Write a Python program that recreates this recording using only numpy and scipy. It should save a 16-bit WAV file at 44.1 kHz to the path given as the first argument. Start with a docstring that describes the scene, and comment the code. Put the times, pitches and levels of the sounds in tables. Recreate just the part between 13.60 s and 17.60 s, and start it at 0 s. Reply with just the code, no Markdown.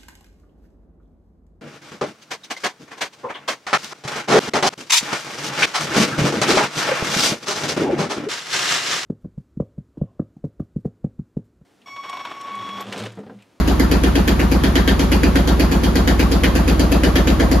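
"""The tub of an unbalanced front-loading washing machine strikes its cabinet once on every turn of the spin.
Each impact excites the sheet metal (a clack and a hollow thump); the tub then rubs along the cabinet
and swings back with a duller thud. The cabinet drones in step with the drum, over the steady rush of
motor and air. Heard from about a metre in a small laundry room; as the listener comes round the door,
the drone and the hollow middle range grow."""
import sys
import numpy as np
from scipy import signal
from scipy.fft import rfft, irfft, next_fast_len
from scipy.io import wavfile
from scipy.ndimage import uniform_filter1d

SR = 44100
rng = np.random.default_rng(int(sys.argv[2]) if len(sys.argv) > 2 else 0)


def put_to_file(sound):
    """Save the sound as 16-bit audio at rate SR, in the file named by the first command-line argument."""
    columns = np.atleast_2d(sound).T  # one column per channel
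    safe = np.clip(columns, -1, 1)
    whole_steps = np.round(safe * 32767)
    wavfile.write(sys.argv[1], SR, whole_steps.astype(np.int16))


N = 176400
TURN_S, FIRST_TURN_S, HALFWAY_S = .12, .0755, 2

# impacts of the tub: t/s; the clack's low, middle, clang and treble level/dB; its low boom (applied at
# half its dB value); force of the blow (sets the thump's level/dB and the sharpness of the tick)
STRIKES = [(-0.043, 4, -5, -5, 1, 2.0, 7), (0.077, -6.5, -2.5, 0.7, -3.2, 0.1, -0.5),
           (0.1975, 0.5, -19, -5, -1.9, 4, 2.2), (0.3146, 0.1, 4, -3.5, -1, 8, 1.1),
           (0.4363, 1, 3, 1, -2.7, 2.6, 1.2), (0.5551, -0.8, 3.5, -0.5, -2.5, 7, 1.5),
           (0.6777, 1, 2, 0.7, 1, 4, -0.5), (0.7946, 1.0, 1.0, -8, -4, -5, -2.5),
           (0.9161, -4, 0, -6.2, -2.5, 0.7, 0.2), (1.0368, 3, -1.7, 4.5, -1.7, -3, 0),
           (1.1552, 7, 0.8, 6, 0.5, 1.1, 1.6), (1.2768, 5.0, 2.7, 6.5, 0, 3, 0.3),
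           (1.3945, 0.3, -4.5, 2, 0.2, -3, 0.5), (1.5177, 1.5, 5.5, -1, 0.5, -8, -0.5),
           (1.6339, -2.5, 6, -3.5, -2.5, 12, 2.5), (1.7564, 2.7, -4, 1.3, -1.7, 6, 1.4),
           (1.8754, -3.5, -4, 1, -1, -3, -0.5), (1.9971, -0.2, 4.5, -1.5, 0.5, -5, -0.1),
           (2.116, -3, -1, -4.1, -1, -7, -2), (2.236, -5.5, -3, 0.5, -1.5, -6, -0.5),
           (2.3562, -0.7, -0.5, -0.5, -0.3, -2, 0.5), (2.4755, 4.5, -3, 4, 1, -4, 0.5),
           (2.5944, 0.9, 6, -2.5, 0, -1.5, -2), (2.7159, -6, -4, -1, -1.6, -3, -1.5),
           (2.836, 6, 3.5, 5, 0, 3, -0.2), (2.9533, -1.5, 2.5, -6, -1.5, 3, -0.5),
           (3.0789, -2.6, 3, 0.1, -0.7, -1.3, -1.2), (3.1953, -3, -2, -2.0, 1, 1.0, 1),
           (3.3182, -5.5, 2.5, -2.5, -1.5, -1.4, -0.5), (3.4351, 2.5, -1, -0.5, 0.7, 9, 0.5),
           (3.5565, 4, 3, 4, 0.8, -2, -0.5), (3.6731, -0.5, 3.5, 2, -1, 1.5, 0.5),
           (3.7986, 4, -6.5, -1.5, -3.5, 8, 0.5), (3.9151, -1.3, -2, -6.5, 0.2, -1, 0)]


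def undb(db):
    """Amplitude ratio of a level."""
    return 10 ** (np.asarray(db) / 20)


def colour(x, points):
    """Zero-phase filter through (f/Hz, gain/dB) points on a logarithmic frequency axis."""
    hz, db = np.array(points, float).T
    size = next_fast_len(x.shape[-1] + 2048)
    f = np.maximum(np.fft.rfftfreq(size, 1 / SR), 1)
    gain = undb(np.interp(np.log(f), np.log(hz), db))
    return irfft(rfft(x, size) * gain, size)[..., :x.shape[-1]]


def causal(x, points):
    """Minimum-phase filter through (f/Hz, gain/dB) points: resonances ring only after the blow."""
    hz, db = np.array(points, float).T
    size = next_fast_len(x.shape[-1] + 4096)
    gain = undb(np.interp(np.fft.rfftfreq(size, 1 / SR), hz, db))
    cepstrum = irfft(np.log(gain), size)
    cepstrum[1:size // 2] *= 2
    cepstrum[size // 2:] = 0
    return irfft(rfft(x, size) * np.exp(rfft(cepstrum)), size)[..., :x.shape[-1]]


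def noise(spectrum, shape):
    """Filtered Gaussian noise of rms 1; the spectrum's levels are relative."""
    x = colour(rng.standard_normal(shape), spectrum)
    return x / x.std()


def turn_noises(spectrum, count, size, shared):
    """Partly coherent mid and side noises: a shared fraction of the power repeats on every turn."""
    x = noise(spectrum, (count + 1, 2, size))
    return np.sqrt(shared) * x[0] + np.sqrt(1 - shared) * x[1:]


def add(out, at_s, x):
    """Superpose a sound at a given time."""
    i = int(round(at_s * SR))
    a, b = max(i, 0), min(i + x.shape[-1], N)
    if b > a:
        out[:, a:b] += x[:, a - i:b - i]


def turns():
    """Start time of every period of rotation."""
    return FIRST_TURN_S + TURN_S * np.arange(-1, N / SR / TURN_S)


def rush():
    """Broadband noise of motor and air, a part of it periodic with the rotation."""
    spectrum = [(25, -22), (45, -5), (60, 9.5), (85, 5), (180, -1), (340, -7.5), (420, -5.5), (600, -8),
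                (1000, -8), (1600, -12.5), (2500, -18.5), (4000, -21), (6000, -28), (11000, -27.5),
                (14000, -34)]  # motor and air: f/Hz, level/dB
    out, starts, size = np.zeros((2, N)), turns(), int(2 * TURN_S * SR)
    window = np.sin(np.pi * np.arange(size) / size)
    for at, air in zip(starts, turn_noises(spectrum, len(starts), size, shared=.15)):
        add(out, at - TURN_S, air * window)
    return out * undb(-26.5)


def shudder():
    """Forced vibration of loose panels: nearly alike on each turn, shifting slowly with the load."""
    spectrum = [(25, -28), (45, -13), (60, -4), (85, -9), (110, -7), (180, -3.5), (280, -3.5), (340, 0),
                (420, -13.5), (600, -15.5), (1000, -27), (2000, -62)]  # shaking panels: f/Hz, level/dB
    out, starts, size = np.zeros((2, N)), turns(), int(2 * TURN_S * SR)
    window = np.sin(np.pi * np.arange(size) / size)
    pattern, *changes = noise(spectrum, (len(starts) + 1, 2, size))
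    correlation = .93
    for at, change in zip(starts, changes):
        pattern = correlation * pattern + np.sqrt(1 - correlation ** 2) * change
        add(out, at - TURN_S, pattern * window)
    return out * undb(-26)


def drone():
    """The cabinet vibrates at harmonics of the turn rate; the seventh is modulated once a turn."""
    sway = [(.002, -16), (.013, -21), (.031, -14.8), (.045, -11.4), (.067, -10.8), (.080, -16), (.092, -26),
            (.106, -16)]  # envelope of the seventh harmonic: t/s within the turn, relative level/dB
    harmonics = [(5, -30), (10, -26)]  # weaker hums: harmonic number, relative level/dB
    trough_s, crest_s, growth_db_per_s = .058, .046, .2
    t = np.arange(N) / SR - FIRST_TURN_S
    at, db = np.array(sway).T
    swell = uniform_filter1d(undb(np.interp(t, at, db, period=TURN_S)), SR // 200)
    seventh = -swell * np.cos(2 * np.pi * 7 * (t - trough_s) / TURN_S)
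    hums = sum(undb(level) * np.cos(2 * np.pi * n * (t - crest_s) / TURN_S) for n, level in harmonics)
    return (hums + seventh) * undb(-1.5 + growth_db_per_s * (t - HALFWAY_S))


def rub():
    """Sliding friction: a swell of noise as the tub drags along the cabinet on each turn."""
    spectrum = [(200, -34), (350, 5), (600, 6), (1000, -5), (1400, 0.5), (2200, -20), (5000, -22.5)]  # friction noise: f/Hz, level/dB
    middle_s, half_s = .047, .021
    out, t, starts = np.zeros((2, N)), np.arange(-SR // 16, SR // 16) / SR, turns()
    swell = np.exp(-(t / half_s) ** 2) * undb(-25.5)
    for at, friction in zip(starts, turn_noises(spectrum, len(starts), len(t), shared=.42)):
        add(out, at + middle_s + t[0], friction * swell)
    return out


def whirrs():
    """Friction excites short rising tones at the same points of every turn."""
    # glides: t/s within the turn, f/Hz, rise/(Hz/s), half length/s, level/dB, growth/(dB/s)
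    glides = [(0.029, 330, 8200, 0.015, -37, 9), (0.037, 890, 15300, 0.012, -28.5, -0.5),
              (0.072, 1110, 6600, 0.01, -30.5, 1.5)]
    out, t, starts = np.zeros((2, N)), np.arange(-SR // 20, SR // 20) / SR, turns()
    for middle, hz, rise, half, db, growth in glides:
        swell = np.exp(-(t / half) ** 2)
        for at, (tune, size, mid_phase, side_phase) in zip(starts, rng.normal(size=(len(starts), 4))):
            cycles = (hz * t + rise * t ** 2 / 2) * (1 + .037 * tune)
            tone = np.sin(2 * np.pi * (cycles + np.array([[mid_phase], [side_phase]])))
            add(out, at + middle + t[0], tone * swell * undb(db + growth * (at - HALFWAY_S) + 2 * size))
    return out


def panel_pulses(modes, times, levels_db):
    """Under soft blows, damped panel modes swell and die in a few cycles, never quite alike."""
    out, t = np.zeros((2, N)), np.arange(-SR // 25, SR // 25) / SR
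    detune, scatter_db, jitter_s = .012, .5, .0002
    for k, (delay, hz, db, half) in enumerate(modes):
        draws = rng.standard_normal((len(times), 4))
        for at, blow_db, (size, tune, late, skew) in zip(times, levels_db, draws):
            swell = undb(db + blow_db + scatter_db * size) / np.cosh(t / half) ** 1.9
            phase = 2 * np.pi * hz * (1 + detune * tune) * t
            side = (-1) ** k * undb(-9) * hz / 280 * np.sin(phase + .34 * skew)
            add(out, at + delay + jitter_s * late + t[0], swell * np.array([-np.cos(phase), side]))
    return out


def thuds():
    """The tub's return swing excites low panel modes."""
    modes = [(.024, 149, -16.5, 0.003), (.0438, 290, -17.5, 0.0041), (.0545, 194.6, -10.5, 0.0057),
             (.081, 263, -20, 0.0049), (.089, 176, -21, 0.0034), (.107, 148, -21, 0.008)]  # panel pulses: peak t/s within the turn, f/Hz, level/dB, half length/s
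    starts = turns()
    return panel_pulses(modes, starts, np.zeros(len(starts)))


def thumps():
    """Each impact excites the hollow-sounding modes of the panels in proportion to its force."""
    modes = [(.0042, 496, -21, 0.0051), (.009, 279.4, -10, 0.0062), (.0242, 303, -14, 0.0053),
             (.035, 356, -17.5, 0.0041)]  # panel pulses: peak t/s after impact, f/Hz, relative level/dB, half length/s
    times, *_, force_db = np.array(STRIKES).T
    return panel_pulses(modes, times, force_db)


def sheet_metal(x):
    """Modal response of the cabinet: a few strong resonances among many weak ones."""
    resonances = [(1580, 43, 8), (1770, 45, 5.5), (2084, 52, 5.5), (2424, 79, 7), (2925, 100, 3),
                  (3250, 66, 8.5), (3594, 69, 4.5), (4810, 60, 5.5)]  # sheet-metal modes: f/Hz, bandwidth/Hz, gain/dB
    hz, weak_hz = np.arange(10, SR / 2, 10), np.arange(0, SR / 2, 55)
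    ripple = np.interp(hz, weak_hz, rng.uniform(-1, 1, len(weak_hz))) * np.sqrt(3)
    weak_db = 1.4 * ripple * np.clip(hz / 1500 - .5, 0, 1)
    strong_db = sum(db / (1 + (2 * (hz - centre) / width) ** 2) for centre, width, db in resonances)
    return causal(x, np.column_stack([hz, strong_db + weak_db]))


def clacks():
    """Impact excitation: the tub grazes, hits and chatters; cabinet and room ring down exponentially."""
    ring_spectrum = [(100, -32), (200, 16), (300, -6), (450, 10), (800, 1), (1200, -8), (1700, 1.5),
                     (2300, -5), (3200, -4.5), (3900, -4.5), (4600, -3), (5500, -11.5), (6600, -8.5),
                     (10000, -15), (14000, -20)]  # dense modes of cabinet and room: f/Hz, level/dB
    crack_spectrum = [(500, -13), (1200, -1), (1600, -1.5), (2200, 1), (2600, 1.5), (3200, -7),
                      (3800, -13.5), (4700, -7.5), (6000, -10), (10000, -9.5), (14000, -14.5)]  # first contact: f/Hz, level/dB
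    snap_spectrum = [(1000, -20), (3000, -10), (6000, 2), (14000, -0.5)]  # hard parts meeting: f/Hz, level/dB
    band_edges = [380, 700, 1500, 2280, 2420, 2830, 2970, 3600, 4300]  # boom, low, middle, clang and treble ranges: f/Hz
    t60_s, rise_s, crack_s, snap_s = .25, .003, .0024, .0012
    chatter_gap_s, chatter_fade_db = .006, 2.6
    out, t, short = np.zeros((2, N)), np.arange(SR // 4) / SR, SR // 50
    hz = np.arange(0, SR / 2, 130)
    rings = turn_noises(ring_spectrum, len(STRIKES), len(t), shared=.5)
    rings *= undb(-19.5 - 60 * t / t60_s) * (1 - np.exp(-t / rise_s))
    cracks = turn_noises(crack_spectrum, len(STRIKES), short, shared=.5)
    cracks *= undb(-18) * np.exp(-t[:short] / crack_s)
    snap_decay = undb(-25) * np.exp(-t[:short] / snap_s)
    for (at, low, middle, clang, treble, boom, force), clack, crack in zip(STRIKES, rings, cracks):
        add(out, at - .0036, crack * undb(-12.5))  # graze just ahead of the blow
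        snap = noise(snap_spectrum, (2, short)) * snap_decay
        clack[:, :short] += (snap + crack * undb(.3)) * undb(1.2 * force)
        for k, (late, size) in enumerate(rng.standard_normal((6, 2)), 1):
            i = int(SR * chatter_gap_s * k * (1 + .15 * np.tanh(late)))
            clack[:, i:i + short] += crack * undb(2 * size - chatter_fade_db * k - force / 2)
        # every strike lands a little differently and favours other pitches
        band_db = np.interp(hz, band_edges, [boom / 2, 0, low, low, middle, middle, clang, clang, treble])
        ripple_db = 1.6 * rng.standard_normal(len(hz)) * np.clip(hz / 3000, 0, 1.4)
        add(out, at, causal(clack, np.column_stack([hz, band_db + ripple_db])))
    return sheet_metal(out)


def scene():
    """Superposition in mid and side: the bass is central; wall reflections spread the higher sounds."""
    width = [(60, -5.5), (110, -13), (200, -7), (380, -2.5), (690, -5), (1280, -0.5), (2360, -6.5),
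             (4350, -4.5), (7000, -3.5), (10000, -2), (14000, -1.5)]  # spread of the room sound: f/Hz, side minus mid level/dB
    lean = [(60, -0.3), (170, 0.5), (400, 0.8), (1200, 0.4), (2400, 0.5), (4400, 2.9), (8000, -1)]  # balance between the ears: f/Hz, left minus right level/dB
    hollow_band = [(330, -30), (470, 0), (680, 0), (1000, -30)]  # hollow middle range: f/Hz, gain/dB
    mid, side = clacks() + rub() + whirrs() + rush() + shudder()
    low_mid, low_side = thumps() + thuds()
    mid = mid + low_mid + drone()
    side = colour(side, width) + low_side
    ears = np.array([colour(mid + way * side, [(hz, way * db / 2) for hz, db in lean]) for way in (1, -1)])
    growth = undb(1.15 * (np.arange(N) / SR - HALFWAY_S))  # the listener comes round the door
    return ears + colour(ears, hollow_band) * (growth - 1)


def record(dry):
    """The microphone pair notches the treble; saturation rounds the peaks and a low-pass cuts the top."""
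    mid_response = [(10, -32), (25, -22), (38, 2), (7000, -1), (7700, -9.5), (8300, -36), (8900, -12),
                    (9500, -4), (13000, 0), (14300, -8), (15400, -32)]  # response to the sum: f/Hz, gain/dB
    side_response = [(10, -30), (38, -2), (9500, 2), (10700, -10), (11500, -18), (12400, -20), (13200, -6),
                     (15700, 2)]  # response to the difference: f/Hz, gain/dB
    mid = colour((dry[0] + dry[1]) / 2, mid_response)
    side = colour((dry[0] - dry[1]) / 2, side_response)
    x = np.array([mid + side, mid - side])
    x = x / (1 + (x / .95) ** 6) ** (1 / 6)
    return signal.sosfilt(signal.ellip(8, .2, 70, 15700, fs=SR, output="sos"), x)


dry = scene()
out = record(dry)
put_to_file(out)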